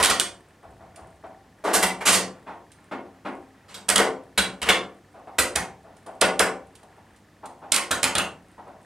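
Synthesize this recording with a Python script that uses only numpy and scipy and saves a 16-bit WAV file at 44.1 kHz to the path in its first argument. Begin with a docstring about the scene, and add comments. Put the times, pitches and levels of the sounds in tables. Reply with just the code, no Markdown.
"""Arcs strike in bursts, many with a sharp sizzling snap, and a small wooden room rings after them.
A high-voltage electrode is dragged over a burning circuit board: arcs, sparks and flame are shaped noise.
In between, the flame puffs and ticks and the electrode touches softly, over low rumbles, a faint
mains hum, steady air and electronic ticking.
Arcs throb at twice the mains rate; pressure pulses add weight to a few, and the loudest peaks overload."""
import sys
import numpy as np
from scipy import signal
from scipy.fft import rfft, irfft
from scipy.io import wavfile
from scipy.ndimage import uniform_filter1d

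SR = 44100
rng = np.random.default_rng(int(sys.argv[2]) if len(sys.argv) > 2 else 0)


def transcribe(signal):
    """Save signal, clipped to [-1, 1], as a 16-bit WAV file at the path in sys.argv[1]."""
    frames = np.atleast_2d(signal).T
    limited = np.clip(frames, -1, 1)
    pcm = np.round(limited * 32767).astype(np.int16)
    wavfile.write(sys.argv[1], SR, pcm)


N = 390285  # samples
MAINS_HZ = 49.975


def amp(db):
    """Decibels to linear gain."""
    return 10 ** (np.asarray(db) / 20)


def read(points, hz):
    """Reads a curve between its points on a logarithmic frequency axis."""
    point_hz, value = np.transpose(points)
    return np.interp(np.log(hz + 1), np.log(point_hz + 1), value)


def unit(x):
    """Scales to an energy of one: rms 1 for one second."""
    return x / np.sqrt(np.sum(x ** 2) / SR + 1e-20)


def add(mix, start_s, sound):
    """Lays a sound into the mix, cut off at the end of the mix."""
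    part = mix[max(round(start_s * SR), 0):][:len(sound)]
    part += sound[:len(part)]


def shape(points, hz):
    """A spectrum as a gain that keeps the power of white noise."""
    gain = amp(read(points, hz))
    return gain / np.sqrt(np.mean(gain ** 2))


def colour(x, gain):
    """Causal minimum-phase filter with the given gain on evenly spaced frequencies."""
    both_sides = np.r_[gain, gain[-2:0:-1]]
    log_gain = np.log(np.maximum(both_sides, 1e-5))
    taps = np.fft.ifft(np.exp(np.conj(signal.hilbert(log_gain)))).real
    return signal.fftconvolve(x, taps[:len(gain)])


def hump(hz, centre_hz, width_hz):
    """The bell of one resonance, 1 at its centre and half at width_hz to either side."""
    return 1 / (1 + ((hz - centre_hz) / width_hz) ** 2)


def discharges(envelope, spread_db):
    """A swarm of tiny breakdowns of very unequal size; smooth spectrum in the bass, ragged above."""
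    sign, size = rng.standard_normal((2, len(envelope)))
    spectrum = rfft(envelope * sign * amp(spread_db * np.minimum(size, 2.5)))
    spectrum /= np.sqrt(np.mean(abs(spectrum) ** 2))
    hz = np.fft.rfftfreq(len(envelope), 1 / SR)
    evenness = read([(900, 1), (2000, .3)], hz)  # 1 flattens the magnitude fully
    swarm = irfft(spectrum / (abs(spectrum) + 1e-12) ** evenness, len(envelope))
    # flattening smears energy in time, so silence it where the envelope is out
    alight = np.minimum(5 * envelope / envelope.max(), 1)
    return unit(alight * swarm)


def strike(length_s, rise_s):
    """An arc lights almost at once, burns, and goes out."""
    t = np.arange(SR // 4) / SR
    return (1 - np.exp(-t / rise_s)) * np.exp(-(t / length_s) ** 2 / 2)


def mains(start_s, count, crest_s=.009, dip=.4):
    """The arc current swells on both crests of every mains cycle and sinks by dip between them."""
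    turns = MAINS_HZ * (start_s - crest_s + np.arange(count) / SR)
    return 1 - dip * np.sin(2 * np.pi * turns) ** 2


# base colour of an arc: pitch_hz, relative_level_db (per Hz)
ARC_COLOUR = [(25, -42), (45, -26.5), (64, -9), (130, -12.5), (200, -1), (280, -5.5), (550, -1),
              (900, -3.5), (1450, -3), (2300, -5.5), (3600, -7.5), (5500, -8.5), (8700, -9.5), (12600, -20),
              (16000, -49)]
# upper resonances of a burst: multiple of its ring pitch
RING_RATIOS = [2.2, 2.6]
# arc bursts, level before colouring and trim:
# start_s, length_s, level_db, thump_db, brightness_db_per_octave, ring_pitch_hz, treble_edge_hz
ARCS = [(0.0, 0.0036, -31, -0.5, -0.5, 1030, 1500), (0.026, 0.032, -35, -18, 3.5, 1470, 5000),
        (.097, 0.0048, -33.5, -0.1, 1.4, 1286, 9050), (.196, 0.0055, -45, -9, 3.5, 1504, 11000),
        (1.639, 0.064, -26.5, -18.5, -4, 305, 1650), (1.732, 0.021, -30.5, -4.5, 3.5, 745, 1700),
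        (1.824, .006, -33, 2, 3, 930, 3330), (2.005, 0.013, -41.5, -13.5, -1.5, 900, 3300),
        (2.053, 0.016, -36.5, -10, 2.5, 1170, 12000), (2.067, 0.029, -30.5, -2.5, 1.8, 1084, 12140),
        (2.123, 0.028, -35.5, 3.5, 3, 456, 12000), (2.163, 0.026, -39.5, 3, -9, 500, 4500),
        (3.682, 0.043, -57, 4, -0.5, 1070, 9030), (3.742, 0.0038, -59.5, -8.5, 3.5, 1470, 9000),
        (3.884, 0.023, -34, -3.5, 2.5, 650, 2720), (3.957, 0.0013, -36, 5, 1, 1337, 4570),
        (3.983, 0.012, -26, -9.5, -1, 468, 2220), (4.376, 0.0039, -33, 5.5, 2.5, 1547, 4200),
        (4.616, 0.011, -41.5, 8, 0.8, 1170, 4950), (4.659, 0.026, -36, 1.5, -1.5, 1150, 3300),
        (4.686, 0.0083, -27.5, -1.5, 0.44, 1330, 4200), (5.384, 0.0052, -34.5, 4.5, 4, 480, 2700),
        (5.554, 0.0097, -37, 9, 1.7, 817, 2610), (6.216, 0.0064, -26.5, -4.5, -1, 570, 4000),
        (6.397, 0.0041, -28.5, -4.5, 1, 512, 2700), (7.72, 0.004, -42, -5.5, 3, 1090, 9100),
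        (7.739, 0.0044, -41.5, -7, 4, 1200, 3840), (7.765, 0.0079, -40.5, -10, 3, 1095, 3260),
        (7.908, 0.006, -34, 2, 1.5, 1490, 2200), (8.028, 0.019, -35.5, -7, 0.8, 1190, 5020),
        (8.04, 0.0042, -38, 7, 2.8, 884, 1800), (8.151, 0.0049, -35.5, 6.5, -.5, 1590, 5000),
        (8.181, 0.0047, -37, 3, 1.2, 1270, 3520)]


def arcs(spread_db=5, trim_db=-2, rise_s=0.00079, ring_db=8, ring_hz=85, ring_widening=0.029):
    """Discharge noise throbs with the mains; short bursts ring most with a hollow pitch."""
    thump_hz, body_hz, bright_from_hz = 149, 297, 880
    ring_fade_s = 0.039  # bursts of this length ring half as strongly, in dB
    full_ring_hz = 1310  # bursts pitched lower than this ring less in their upper resonances
    treble_step_db = -7.5  # drop above a burst's treble edge
    out, hz = np.zeros(N), np.fft.rfftfreq(4096, 1 / SR)
    octaves = np.log2(np.maximum(hz / bright_from_hz, 1))
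    bass = read([(thump_hz, 1), (body_hz, 0)], hz)
    for start_s, length_s, db, thump, bright, pitch, edge in ARCS:
        ring_pitches = pitch * np.r_[1, RING_RATIOS]
        lowest, *upper = [hump(hz, f, ring_hz + ring_widening * f) for f in ring_pitches]
        ring = lowest + min(pitch / full_ring_hz, 1) ** 2 * sum(upper)
        ring_boost_db = ring_db * ring / (1 + length_s / ring_fade_s)
        above_edge = 1 - 1 / (1 + (hz / edge) ** 8)
        tilt_db = thump * bass + bright * octaves + treble_step_db * above_edge
        gain = shape(ARC_COLOUR, hz) * amp(tilt_db + ring_boost_db)
        burn = strike(length_s, rise_s)
        throb = burn * mains(start_s, len(burn))
        add(out, start_s, amp(db + trim_db) * colour(discharges(throb, spread_db), gain))
    return out


# likeness of the two channels: pitch_hz, correlation (0 to 1)
LIKENESS = [(100, .997), (300, .985), (1000, .975), (2200, .945), (4500, .85), (8000, .74), (13000, .4)]


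def pair(a, b, hz):
    """Two unrelated spectra become a partly alike left and right."""
    same = np.clip(read(LIKENESS, hz), 0, 1)
    mid = np.sqrt((1 + same) / 2) * a
    side = np.sqrt((1 - same) / 2) * b
    return np.array([mid + side, mid - side])


# decay of the room: pitch_hz, time_to_fall_60_db_s
ROOM_T60 = [(60, 0.11), (200, 0.59), (600, 0.45), (1500, 0.28), (4000, 0.24), (8000, 0.24), (15000, 0.11)]


def tail(build_s=.0025):
    """Dense reflections from close wooden walls, even in colour; decay time varies with pitch."""
    hz, t, z = signal.stft(rng.standard_normal((2, SR * 3 // 5)), SR, nperseg=256)
    t60 = read(ROOM_T60, hz)[:, None]
    decaying = pair(*z, hz[:, None]) * amp(-60 * t / t60)
    ring = signal.istft(decaying, SR, nperseg=256)[1]
    ring *= 1 - np.exp(-np.arange(ring.shape[1]) / SR / build_s)
    # divide out the average spectrum so the tail adds no colour of its own
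    power = uniform_filter1d(np.mean(abs(rfft(ring, 32768)) ** 2, 0), size=16)
    return np.array([colour(side, power ** -.5)[:len(side)] for side in ring])


def room(x, wander_rad_per_s=1.293):
    """The sound drifts between two sets of reflections as the arc wanders over the board."""
    place = np.arange(N) / SR * wander_rad_per_s
    wet = 0
    for near in (np.cos(place), np.sin(place)):
        wet = wet + signal.oaconvolve((x * near)[None], tail(), axes=1)[:, :N]
    return wet


# dull colour shared by the flame and the soft swells: pitch_hz, relative_level_db (per Hz)
DULL_COLOUR = [(40, -24), (130, -15.5), (200, -5), (450, -3), (750, -0.5), (1300, -3), (2500, -11),
               (5000, -27.5), (10000, -39.5), (16000, -61.5)]


def flame(level_db=-65, flutter_db=4):
    """Gas noise flutters at random, with the same base colour as the soft swells."""
    # a new random level 20 times a second, joined by straight lines in dB; the last one holds
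    flutter = np.interp(np.arange(N) / SR, np.arange(200) / 20, rng.standard_normal(200))
    gas = rng.standard_normal(N) * amp(level_db + flutter_db * flutter)
    return colour(gas, shape(DULL_COLOUR, np.fft.rfftfreq(2048, 1 / SR)))[:N]


# colour of the steady air: pitch_hz, relative_level_db (per Hz)
QUIET_COLOUR = [(15, -29), (25, -21.5), (50, -8), (75, -2), (115, -8), (155, -2.5), (230, -6), (500, -11.5),
                (1400, -20.5), (2600, -24.5), (4000, -27.5), (9300, -32), (16000, -42)]
# transformer hum: pitch_hz, level_db (rms)
HUM = [(100, -66), (200, -78.5), (300, -71.5)]


def quiet(air_db=-57):
    """Steady room noise is stereo coloured noise; the transformer hum is a few sines."""
    hz, t = np.fft.rfftfreq(N, 1 / SR), np.arange(N) / SR
    stereo = pair(*rfft(rng.standard_normal((2, N))), hz)
    air = irfft(stereo * shape(QUIET_COLOUR, hz), N)
    hum = np.zeros(N)
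    for f, db in HUM:
        hum += amp(db) * np.sqrt(2) * np.sin(2 * np.pi * (f * t + rng.random()))
    return amp(air_db) * air + hum


def pips(pip_hz=1800, level_db=-54, echo_db=-5):
    """A very faint electronic ticking: short tone pips, each doubled, limping on a 20 ms clock."""
    out, t = np.zeros(N), np.arange(SR // 100) / SR - .005
    pip = np.cos(2 * np.pi * pip_hz * t) * np.exp(-(t / .001) ** 2 / 2)
    even_s = np.arange(0, N / SR, 1 / 22.26)
    # rounding 22.26 ticks a second to 50 steps a second makes the limp
    for start_s in np.round(even_s * 50) / 50 + .003:
        size = amp(level_db + 1.4 * rng.standard_normal())
        add(out, start_s, size * pip)
        add(out, start_s + 1 / 250, size * amp(echo_db) * pip)
    return out


# bright colour shared by sparks, ticks and spits: pitch_hz, relative_level_db (per Hz)
SNAP_COLOUR = [(200, -19), (1500, -12), (3000, -1.5), (5500, -5.5), (8300, -2), (10000, -4), (12500, -22),
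               (16000, -36.5)]
# open sparks, repeated every half mains cycle: first_centre_s, repeats, half_width_s, level_db (before trim)
SNAPS = [(0.0291, 4, 0.0013, -42.5), (0.101, 1, .0012, -46), (.199, 1, 0.00042, -39.5),
         (3.891, 2, 0.0018, -40), (3.961, 1, 0.002, -38.5), (3.981, 1, 0.0018, -41.5),
         (4.6182, 1, .0007, -59.5), (4.631, 1, .0016, -53), (5.56, 1, 0.0018, -42.5),
         (6.2154, 1, 0.0022, -38.5), (6.3958, 1, .0016, -40), (7.722, 1, 0.0016, -38),
         (7.7451, 1, 0.0023, -43.5), (7.764, 1, 0.0017, -40.5), (7.914, 1, 0.0011, -45),
         (8.032, 2, 0.0013, -42), (8.1544, 1, 0.0011, -47.5), (8.184, 1, 0.0024, -45)]


def snaps(spread_db=4, trim_db=1):
    """Spindles of dense, very bright sparking swell and shrink, repeating every half mains cycle."""
    out, t = np.zeros(N), np.arange(-SR // 100, SR // 100) / SR
    gain = shape(SNAP_COLOUR, np.fft.rfftfreq(1024, 1 / SR))
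    for first_s, repeats, width_s, db in SNAPS:
        spindle = np.exp(-(t / width_s) ** 2 / 2)
        for centre_s in first_s + np.arange(round(repeats)) / (2 * MAINS_HZ):
            add(out, centre_s + t[0], amp(db + trim_db) * colour(discharges(spindle, spread_db), gain))
    return out


def frying(per_s=14, size_db=-50, spread_db=4):
    """Boiling resin ticks faintly at random: tiny copies of one decaying noise grain."""
    sizes = amp(size_db + spread_db * np.minimum(rng.exponential(1, N), 3))
    ticks = (rng.random(N) < per_s / SR) * sizes
    fizz = rng.standard_normal(200) * np.exp(-np.arange(200) / SR / 0.00029)
    fizzing = signal.fftconvolve(ticks, fizz / np.linalg.norm(fizz))
    return colour(fizzing, shape(SNAP_COLOUR, np.fft.rfftfreq(1024, 1 / SR)))[:N]


# stronger swells are brighter: swell_level_db, treble_db
# the rows are unsorted, so it acts as a step: -11 below a swell level of -52.5, about -4 above
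SWELL_BRIGHT = [(-52.5, -11), (-63, -7), (-50, -4)]
# dull soft swells: flame puffs, and two louder, lower electrode touches at 2.911 and 3.248 s:
# start_s, swell_s, level_db (before colouring), hollow_pitch_hz
SOFT_SWELLS = [(.629, 0.0068, -61.5, 680), (.792, 0.018, -62, 665), (0.961, 0.026, -59.5, 640),
               (1.236, .006, -55.5, 682), (2.463, 0.017, -51.5, 910), (2.911, 0.0083, -45, 300),
               (3.248, 0.01, -44.5, 300), (3.745, .018, -60.5, 200.2), (5.138, 0.018, -59.5, 630),
               (5.269, 0.0066, -56.5, 760), (5.837, 0.019, -63, 620), (6.06, 0.013, -53.5, 650),
               (6.828, 0.0065, -66.5, 710), (6.976, 0.0047, -68.5, 810), (7.43, 0.0093, -53, 870),
               (7.615, 0.014, -55.5, 780), (8.578, 0.0081, -58, 880), (8.663, 0.014, -59, 630)]


def soft_swells(spread_db=3, hollow_db=7, hollow_width_hz=120, bass_db=-5):
    """Flame puffs and two electrode touches: dull noise swells softly, with a hollow pitch, and dies away."""
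    out, hz, t = np.zeros(N), np.fft.rfftfreq(2048, 1 / SR), np.arange(SR // 4) / SR
    for start_s, swell_s, db, pitch in SOFT_SWELLS:
        treble_db = np.interp(db, *np.transpose(SWELL_BRIGHT))
        tilt_db = read([(100, bass_db), (220, 0.0027), (1000, 0.024), (2000, treble_db)], hz)
        hollow = hollow_db * hump(hz, pitch, hollow_width_hz)
        gain = shape(DULL_COLOUR, hz) * amp(tilt_db + hollow)
        swelling = t * np.exp(-t / swell_s)
        add(out, start_s, amp(db) * colour(discharges(swelling, spread_db), gain))
    return out


# low rumbles: start_s, swell_s, level_db (energy)
RUMBLES = [(0.631, 0.029, -64.5), (.8, 0.031, -69), (0.981, .035, -65.5)]


def rumbles(low_hz=55, high_hz=170):
    """Soft swells of low band-passed noise between the bursts."""
    out, t = np.zeros(N), np.arange(SR // 2) / SR
    band = signal.butter(2, [low_hz, high_hz], "bandpass", fs=SR, output="sos")
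    for start_s, swell_s, db in RUMBLES:
        swelling = t * np.exp(-t / swell_s) * rng.standard_normal(len(t))
        add(out, start_s, amp(db) * unit(signal.sosfilt(band, swelling)))
    return out


# resin spitting: start_s, level_db (energy)
SPITS = [(.959, -70), (2.717, -74), (5.966, -79.5), (6.063, -72.5), (6.752, -71.5), (6.83, -81),
         (7.161, -81.5), (7.456, -68)]


def spits(length_s=0.0055, rise_s=0.0007, spread_db=4):
    """A bubble of resin bursts with a short, bright fizz."""
    out, gain = np.zeros(N), shape(SNAP_COLOUR, np.fft.rfftfreq(1024, 1 / SR))
    for start_s, db in SPITS:
        fizz = discharges(strike(length_s, rise_s), spread_db)
        add(out, start_s, amp(db) * colour(fizz, gain))
    return out


# pressure spikes of a few bursts: start_s, level_db (before trim and rounding)
BANGS = [(3.9814, -1.5), (4.6903, 8), (5.3877, 7), (6.2168, -14), (6.3954, -12)]


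def bangs(push_s=0.000082, trim_db=2):
    """A sudden push of hot air and the suction that follows it, slightly rounded."""
    out, u = np.zeros(N), np.arange(200) / SR / push_s
    pulse = np.convolve((1 - u) * np.exp(-u), np.hanning(7) / 3)
    for start_s, db in BANGS:
        add(out, start_s, amp(db + trim_db) * pulse)
    return out


# standing waves and notches of the room: pitch_hz, half_width_hz, gain_db
ROOM_MODES = [(65, 11, 5.5), (152.5, 8.5, -9.5), (182, 6.1, 5), (201.7, 14, 7.5), (232.4, 22, -10),
              (264.6, 10, 9.5), (285, 4.1, -7.5), (445, 3.4, 5.5), (481, 7.5, -2.5), (518.3, 5, 10),
              (531, 12, -13), (567, 4.3, 5), (663, 4.4, 4), (760, 4.2, 6.5), (1243, 2.5, -4),
              (1454, 23, 3.5), (1920, 16, 7), (2150, 16, 4.5), (6100, 930, -2.5), (9300, 1400, 2)]
# stereo lean, left minus right: pitch_hz, difference_db
BALANCE_DB = [(130, 0), (280, 2.2), (550, 1.8), (1100, .3), (2200, 0), (4400, -1.8), (8000, -3.7),
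              (13000, -9.5)]


def scene(spark_room_db=-6):
    """Arc, flame and sparks on the bench, heard directly and through the room."""
    arc, spark, bang = arcs(), snaps(), bangs()
    soft = flame() + soft_swells() + rumbles()
    ticks = frying() + spits()
    # the arc is half hidden by the board; open sparks and ticks come across stronger on the right
    lean_right = amp([[-1.5], [1.5]])
    direct = amp(-10) * arc + amp(-5.5) * soft + (spark + ticks) * lean_right + bang
    wet = room(arc + soft + bang + amp(spark_room_db) * spark + ticks)
    hz = np.fft.rfftfreq(32768, 1 / SR)
    modes_db = sum(db * hump(hz, f, width) for f, width, db in ROOM_MODES)
    half_lean_db = read(BALANCE_DB, hz) / 2
    left, right = direct + wet
    heard = np.array([colour(left, amp(modes_db + half_lean_db))[:N],
                      colour(right, amp(modes_db - half_lean_db))[:N]])
    return heard + quiet() + pips()


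def record(dry, edge_hz=16000):
    """The loudest peaks overload and clip flat; then a low-pass limits the band."""
    overloaded = np.clip(dry, -.85, .85)
    low_pass = signal.firwin(511, edge_hz, window=("kaiser", 9), fs=SR)
    return signal.oaconvolve(overloaded, low_pass[None], "same")


dry = scene()
out = record(dry)
transcribe(out)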